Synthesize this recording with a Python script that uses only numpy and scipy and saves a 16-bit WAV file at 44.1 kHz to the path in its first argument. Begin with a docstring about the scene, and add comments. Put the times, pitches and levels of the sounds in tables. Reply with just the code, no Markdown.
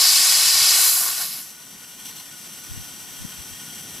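"""A roar of steam, close by, from the outlet pipe of a small boiler in a yard, with a quick echo off its shell.
A hand shuts the valve: the jet thins, brightens and dies by about 1.5 s. A small leak hisses on through
a fitting, spitting as the valve squeaks tight and whistling faintly as the pressure builds.
Behind it the burner flame murmurs, and light gusts buffet the stereo pair of microphones."""
import sys
import numpy as np
from scipy import signal
from scipy.fft import rfft, irfft
from scipy.io import wavfile

SR = 44100
rng = np.random.default_rng(int(sys.argv[2]) if len(sys.argv) > 2 else 0)


def unload_wav(signal):
    """Save mono or channel-first audio to the path in sys.argv[1] as 16-bit WAV at rate SR, clipped to [-1, 1]."""
    wavfile.write(
        sys.argv[1],
        SR,
        np.round(np.clip(np.atleast_2d(signal).T, -1, 1) * 32767).astype(np.int16),
    )


N = 176400
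T, HZ = np.arange(N) / SR, np.fft.rfftfreq(N, 1 / SR)

# wind on the microphones (time [s], level [dB])
WIND_LEVEL = [(0, -57), (.2, -89), (.5, -45), (.8, -57), (1.2, -75), (2.45, -76), (2.68, -55), (2.715, -38),
              (2.81, -37.5), (2.84, -57), (3.17, -56), (3.21, -35), (3.26, -46), (3.3, -73), (4, -75)]
# rumble of the wind (frequency [Hz], relative level [dB])
WIND_SPECTRUM = [(15, -12), (35, -3), (80, 5), (150, 0), (250, -19), (600, -36), (2000, -65)]
# likeness of the wind at the two microphones (frequency [Hz], coherence [-1..1])
WIND_COHERENCE = [(30, -0.8), (200, -0.94)]
# sharp buffets on the left microphone (time [s], peak level [dB], pitch [Hz], rise and decay [s])
BUFFETS = [(.47, -35, 110, 0.0055), (.622, -31.5, 128, 0.0096), (2.711, -34, 80, .012),
           (2.777, -24.5, 160, 0.0037), (3.252, -18.5, 126, 0.0033), (3.4, -32, 90, .014),
           (3.526, -35.5, 80, .016)]

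# burner in the background (time [s], level [dB])
BURNER_LEVEL = [(0, -55.5), (1.5, -55), (2.3, -53), (2.9, -51), (3.5, -50), (4, -45.5)]
# murmur of the flame (frequency [Hz], relative level [dB])
BURNER_SPECTRUM = [(25, -26), (60, -17), (110, -7), (165, -0.5), (260, -3), (380, -10.5), (560, -21),
                   (850, -21.5), (1500, -54)]
# likeness of the burner at the two microphones (frequency [Hz], coherence [-1..1])
BURNER_COHERENCE = [(30, .2), (90, 0.95), (170, 0.97), (300, 1)]

# squeaks of the valve stem (time [s], peak level [dB], half-length [s])
STEM_SQUEAKS = [(2.118, -53, 0.03), (2.198, -48, 0.021)]
# breathy whistle of the leak (time [s], level [dB])
WHISTLE_LEVEL = [(1.5, -68), (2.0, -55.5), (2.6, -59.5), (3.2, -51.5), (4, -52.5)]

# leak at the fitting (time [s], level [dB])
LEAK_LEVEL = [(0, -42), (1.55, -42), (1.8, -41), (2.0, -40.5), (2.3, -40), (2.6, -38.5), (3.2, -38),
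              (4, -37)]
# hiss of the leak (frequency [Hz], relative level [dB])
LEAK_SPECTRUM = [(200, -8.5), (600, -3), (1000, 0.5), (1280, -2), (1650, -5.5), (2200, 0), (4500, 0.5),
                 (6800, -0.5), (9000, 0.5), (11500, 1.5), (13000, 3.5), (14000, -5), (15000, -7)]
# resonances of the fitting (frequency [Hz], width [Hz], level against the hiss [dB])
FITTING_MODES = [(1469, 65, 14), (1850, 150, 7), (2845, 77, 6.5), (3080, 230, 1), (3450, 110, 2.5),
                 (5820, 480, 9), (5990, 310, 6), (7990, 590, 7), (9800, 330, 5), (13000, 180, -8)]
# likeness of the leak at the two microphones (frequency [Hz], coherence [-1..1])
LEAK_COHERENCE = [(300, 0.68), (3300, 1), (5500, 0.89), (6500, 0.61), (8000, 0.7), (10000, .55),
                  (15000, 0.66)]
# place of the leak in the stereo image (frequency [Hz], left minus right [dB])
LEAK_BALANCE = [(400, 3), (1400, 2), (2000, -0.1), (5000, 0.7), (6400, 4), (7900, 4), (9200, 1.5),
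                (11300, 1.6), (14000, 0.5)]
# phase of the leak between the microphones (frequency [Hz], left lead [rad])
LEAK_LEAD = [(1400, -0.3), (3000, -0.77), (5000, 0.37), (6300, 0.72), (7500, .1), (12500, .45), (15000, .2)]
# droplets spitting (time [s], level against the leak [dB], decay [s])
LEAK_SPITS = [(1.985, -3, .012), (2.046, 6.5, 0.034), (2.078, -2, 0.02), (2.104, -4, 0.0045),
              (2.152, 3, 0.02), (2.19, 0, .02), (2.249, -2, .007), (2.4, -7, .01)]
# tilt that turns the hiss into spray (frequency [Hz], relative level [dB])
SPRAY_TILT = [(500, -7), (1000, 6), (1500, -7), (3000, 3), (6000, 1.5), (8000, 1), (13000, 4.5)]

# steam jet by band (time [s], low mids [dB], high mids [dB], presence [dB], treble [dB], top [dB])
JET_LEVELS = [(0, -32.5, -26.5, -16.5, -21, -22.5), (0.15, -35.5, -26.5, -19.5, -19.5, -23.5),
              (0.33, -34, -27, -20, -20.0, -24), (0.55, -35.0, -27.5, -19.5, -21.5, -24.5),
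              (0.73, -33.5, -26.5, -19, -20, -23), (0.79, -32.5, -26.5, -23, -19.0, -21.5),
              (0.87, -33.5, -29.5, -22.5, -19.5, -18), (0.93, -38.5, -34, -26.5, -23, -20.5),
              (1, -36.5, -35.5, -29, -24.5, -22.5), (1.09, -35, -36.5, -31, -28.5, -26),
              (1.15, -43, -37.5, -32.5, -30.5, -31), (1.22, -36.5, -37.5, -31.5, -30.5, -27.0),
              (1.29, -50.5, -42.5, -38, -37.5, -33), (1.39, -49.5, -44.5, -40.5, -41.0, -34.5),
              (1.44, -61, -56.5, -49, -45.0, -42), (1.5, -67, -58.5, -53.5, -49.0, -45.5)]
# crossovers between those five bands (frequency [Hz])
JET_CROSSOVERS = [1830, 3940, 5860, 9800]
# roar of the jet before each band gets its level (frequency [Hz], relative level [dB])
JET_SPECTRUM = [(60, -36), (280, -34), (480, -22), (750, -17.5), (1100, -11.5), (2000, -12), (2750, -9.5),
                (3600, -9), (4100, -4), (4450, -5.5), (4850, -4.5), (5600, -5), (6700, -6.5), (7450, -3),
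                (8500, -7), (9400, -5.5), (9900, 0.5), (10400, 0.5), (11200, 4.5), (12400, 4), (13500, 0.5),
                (15000, -7)]
# resonances of the outlet pipe (frequency [Hz], width [Hz], level against the hiss [dB])
PIPE_MODES = [(738, 64, 0.5), (3420, 60, -10), (3800, 70, -9), (4070, 140, -2.5), (4450, 100, -9.5),
              (4746, 210, 2.5), (5160, 250, 1.5), (7400, 170, -6), (10990, 140, 4.5)]
# likeness of the jet at the two microphones (frequency [Hz], coherence [-1..1])
JET_COHERENCE = [(100, 0.79), (500, 1), (1300, 0.91), (2000, 1), (3300, 1), (4500, 0.92), (7000, 0.89),
                 (9500, 0.73), (12000, .94), (13500, 1)]
# place of the jet in the stereo image (frequency [Hz], left minus right [dB])
JET_BALANCE = [(200, 1.5), (1100, 1.5), (1600, -0.5), (3400, -1.5), (4100, -0.3), (6000, 1.6), (7700, 3.5),
               (8500, -0.5), (10000, 2.5), (11500, .1), (14000, 0)]

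ECHO_S = .002698  # the path by way of the boiler shell is about 0.9 m longer
SIDES = np.array([[.5], [-.5]])  # shares a difference between left and right


def amp(db):
    """Decibels to gain."""
    return 10 ** (np.asarray(db) / 20)


def unit(x):
    """Scales to rms 1."""
    return x / np.sqrt(np.mean(x ** 2) + 1e-20)


def over_hz(points):
    """Reads a table on a log-frequency axis."""
    hz, value = np.transpose(points)
    return np.interp(np.log(HZ + 1), np.log(hz), value)


def over_time(points, column=1):
    """Reads one dB column of a level curve as a gain."""
    rows = np.array(points)
    return amp(np.interp(T, rows[:, 0], rows[:, column]))


def colour(points):
    """Reads a dB spectrum as a gain."""
    return amp(over_hz(points))


def balance(points):
    """Left and right gains for a level difference."""
    return amp(over_hz(points) * SIDES)


def white():
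    """Spectrum of white noise."""
    return rfft(rng.standard_normal(N))


def stereo_noise(coherence):
    """Noise spectra at the left and right microphones, alike by the given coherence."""
    alike = np.clip(over_hz(coherence), -1, 1)
    left = white()
    right = alike * left + np.sqrt(1 - alike ** 2) * white()
    return np.array([left, right])


def wander(rate_hz):
    """Random motion of rms 1, up to about the given rate."""
    return unit(irfft(white() * HZ / (HZ + 2) / (1 + (HZ / rate_hz) ** 2), N))


def ringing(modes):
    """Gain of a set of resonances that stand out of a flat hiss."""
    peaks = sum(amp(db) ** 2 / (1 + (2 * (HZ - hz) / width) ** 2) ** 1.9 for hz, width, db in modes)
    return np.sqrt(1 + peaks)


def fuzzy_tone(hz, width_hz):
    """Noise in one narrow resonance, rms 1."""
    return unit(irfft(white() / (1 + (2 * (HZ - hz) / width_hz) ** 2), N))


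def scatter(t60_s=0.07, low_cut_hz=1700):
    """Response of the treble reflections off nearby fittings, arm and ground."""
    taps = rng.standard_normal(N) * (T > ECHO_S) * np.exp(-np.log(1000) * T / t60_s)
    return rfft(taps / np.linalg.norm(taps)) * HZ / np.hypot(HZ, low_cut_hz)


def shell_echo(gain=.56, high_cut_hz=6940):
    """Response of one strong, duller reflection off the boiler shell."""
    return gain / (1 + (HZ / high_cut_hz) ** 6) * np.exp(-2j * np.pi * HZ * ECHO_S)


def wind(lumps_db=3.5, buffet_right_gain=-0.27):
    """Lumpy rumble and a few sharp buffets that push the two microphones in opposite ways."""
    rumble = unit(irfft(stereo_noise(WIND_COHERENCE) * colour(WIND_SPECTRUM), N))
    rumble *= over_time(WIND_LEVEL) * amp(lumps_db * wander(rate_hz=20))
    uneven_time = np.cumsum(1 + .25 * wander(rate_hz=80)) / SR  # roughens the pitch of the buffets
    buffets = np.zeros(N)
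    for time, db, hz, decay in BUFFETS:
        envelope = amp(db) * np.exp(-abs(T - time) / decay)
        phase = 2 * np.pi * hz * (uneven_time - np.interp(time, T, uneven_time))
        buffets += envelope * np.sin(phase)
    return rumble + buffets * np.array([[1], [buffet_right_gain]])


def burner(flicker_db=1.34, right_db=-2.0):
    """Low, flickering murmur of the flame, a little left of centre."""
    murmur = unit(irfft(stereo_noise(BURNER_COHERENCE) * colour(BURNER_SPECTRUM), N))
    flicker = amp(flicker_db * wander(rate_hz=5.1))
    return murmur * over_time(BURNER_LEVEL) * flicker * amp([[0], [right_db]])


def valve():
    """The stem rubs in its seat and squeaks as it is tightened, dead centre."""
    rub = sum(amp(db) * np.exp(-((T - time) / half_s) ** 2) for time, db, half_s in STEM_SQUEAKS)
    return fuzzy_tone(hz=4190, width_hz=120) * rub


def whistle():
    """One resonance of the leak grows as the pressure builds."""
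    return fuzzy_tone(hz=3222, width_hz=69) * over_time(WHISTLE_LEVEL)


def leak(flutter_db=0.58, fizz_db=1.0, spray_flutter_db=1.0, spit_rise_s=.012):
    """Thin hiss through the resonances of a fitting, slightly left; droplets make it fizz and spit."""
    microphones = balance(LEAK_BALANCE) * np.exp(1j * over_hz(LEAK_LEAD) * SIDES)
    path = microphones * colour(LEAK_SPECTRUM) * ringing(FITTING_MODES) * (1 + 0.23 * scatter())
    hiss = unit(irfft(stereo_noise(LEAK_COHERENCE) * path, N))
    hiss *= amp(flutter_db * wander(rate_hz=15) + fizz_db * wander(rate_hz=990))
    spray = unit(irfft(stereo_noise(LEAK_COHERENCE) * path * colour(SPRAY_TILT), N))
    spray *= amp(-spray_flutter_db * wander(rate_hz=490))
    spits = np.zeros(N)
    for start, db, decay in LEAK_SPITS:
        rise = np.clip((T - start) / spit_rise_s, 0, 1)
        fall = np.exp(-np.maximum(T - start - spit_rise_s, 0) / decay)
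        spits += amp(db) * rise * fall
    return (hiss + spray * spits) * over_time(LEAK_LEVEL)


def jet(flutter_db=0.45, sputter_db=0.72, shut_s=1.505, shut_fade_s=0.018):
    """Turbulent steam from the pipe: eddies shake each band, and the lows die first as the valve shuts."""
    steam = stereo_noise(JET_COHERENCE) * colour(JET_SPECTRUM) * ringing(PIPE_MODES)
    yard = 1 + shell_echo() + 0.27 * scatter()
    at_microphones = steam * yard * balance(JET_BALANCE)
    lowpasses = [1 / (1 + (HZ / hz) ** 20) for hz in JET_CROSSOVERS]
    bands = np.diff(lowpasses, axis=0, prepend=0, append=1)
    sputter = amp(sputter_db * wander(rate_hz=760))  # shared by all bands
    roar = np.zeros((2, N))
    for column, band in enumerate(bands, start=1):
        hiss = unit(irfft(at_microphones * band, N))
        flutter = amp(flutter_db * wander(rate_hz=66))
        roar += hiss * over_time(JET_LEVELS, column) * flutter
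    shut_off = np.exp(-np.maximum(T - shut_s, 0) / shut_fade_s)
    return roar * sputter * shut_off


def scene():
    """The yard from one microphone position beside the boiler."""
    return wind() + burner() + valve() + whistle() + leak() + jet()


def record(dry):
    """The recorder's band limit: a steep cut of the highest treble."""
    lowpass = signal.firwin(401, cutoff=15550, window=("kaiser", 9), fs=SR)
    return signal.oaconvolve(dry, lowpass[None], "same")


dry = scene()
out = record(dry)
unload_wav(out)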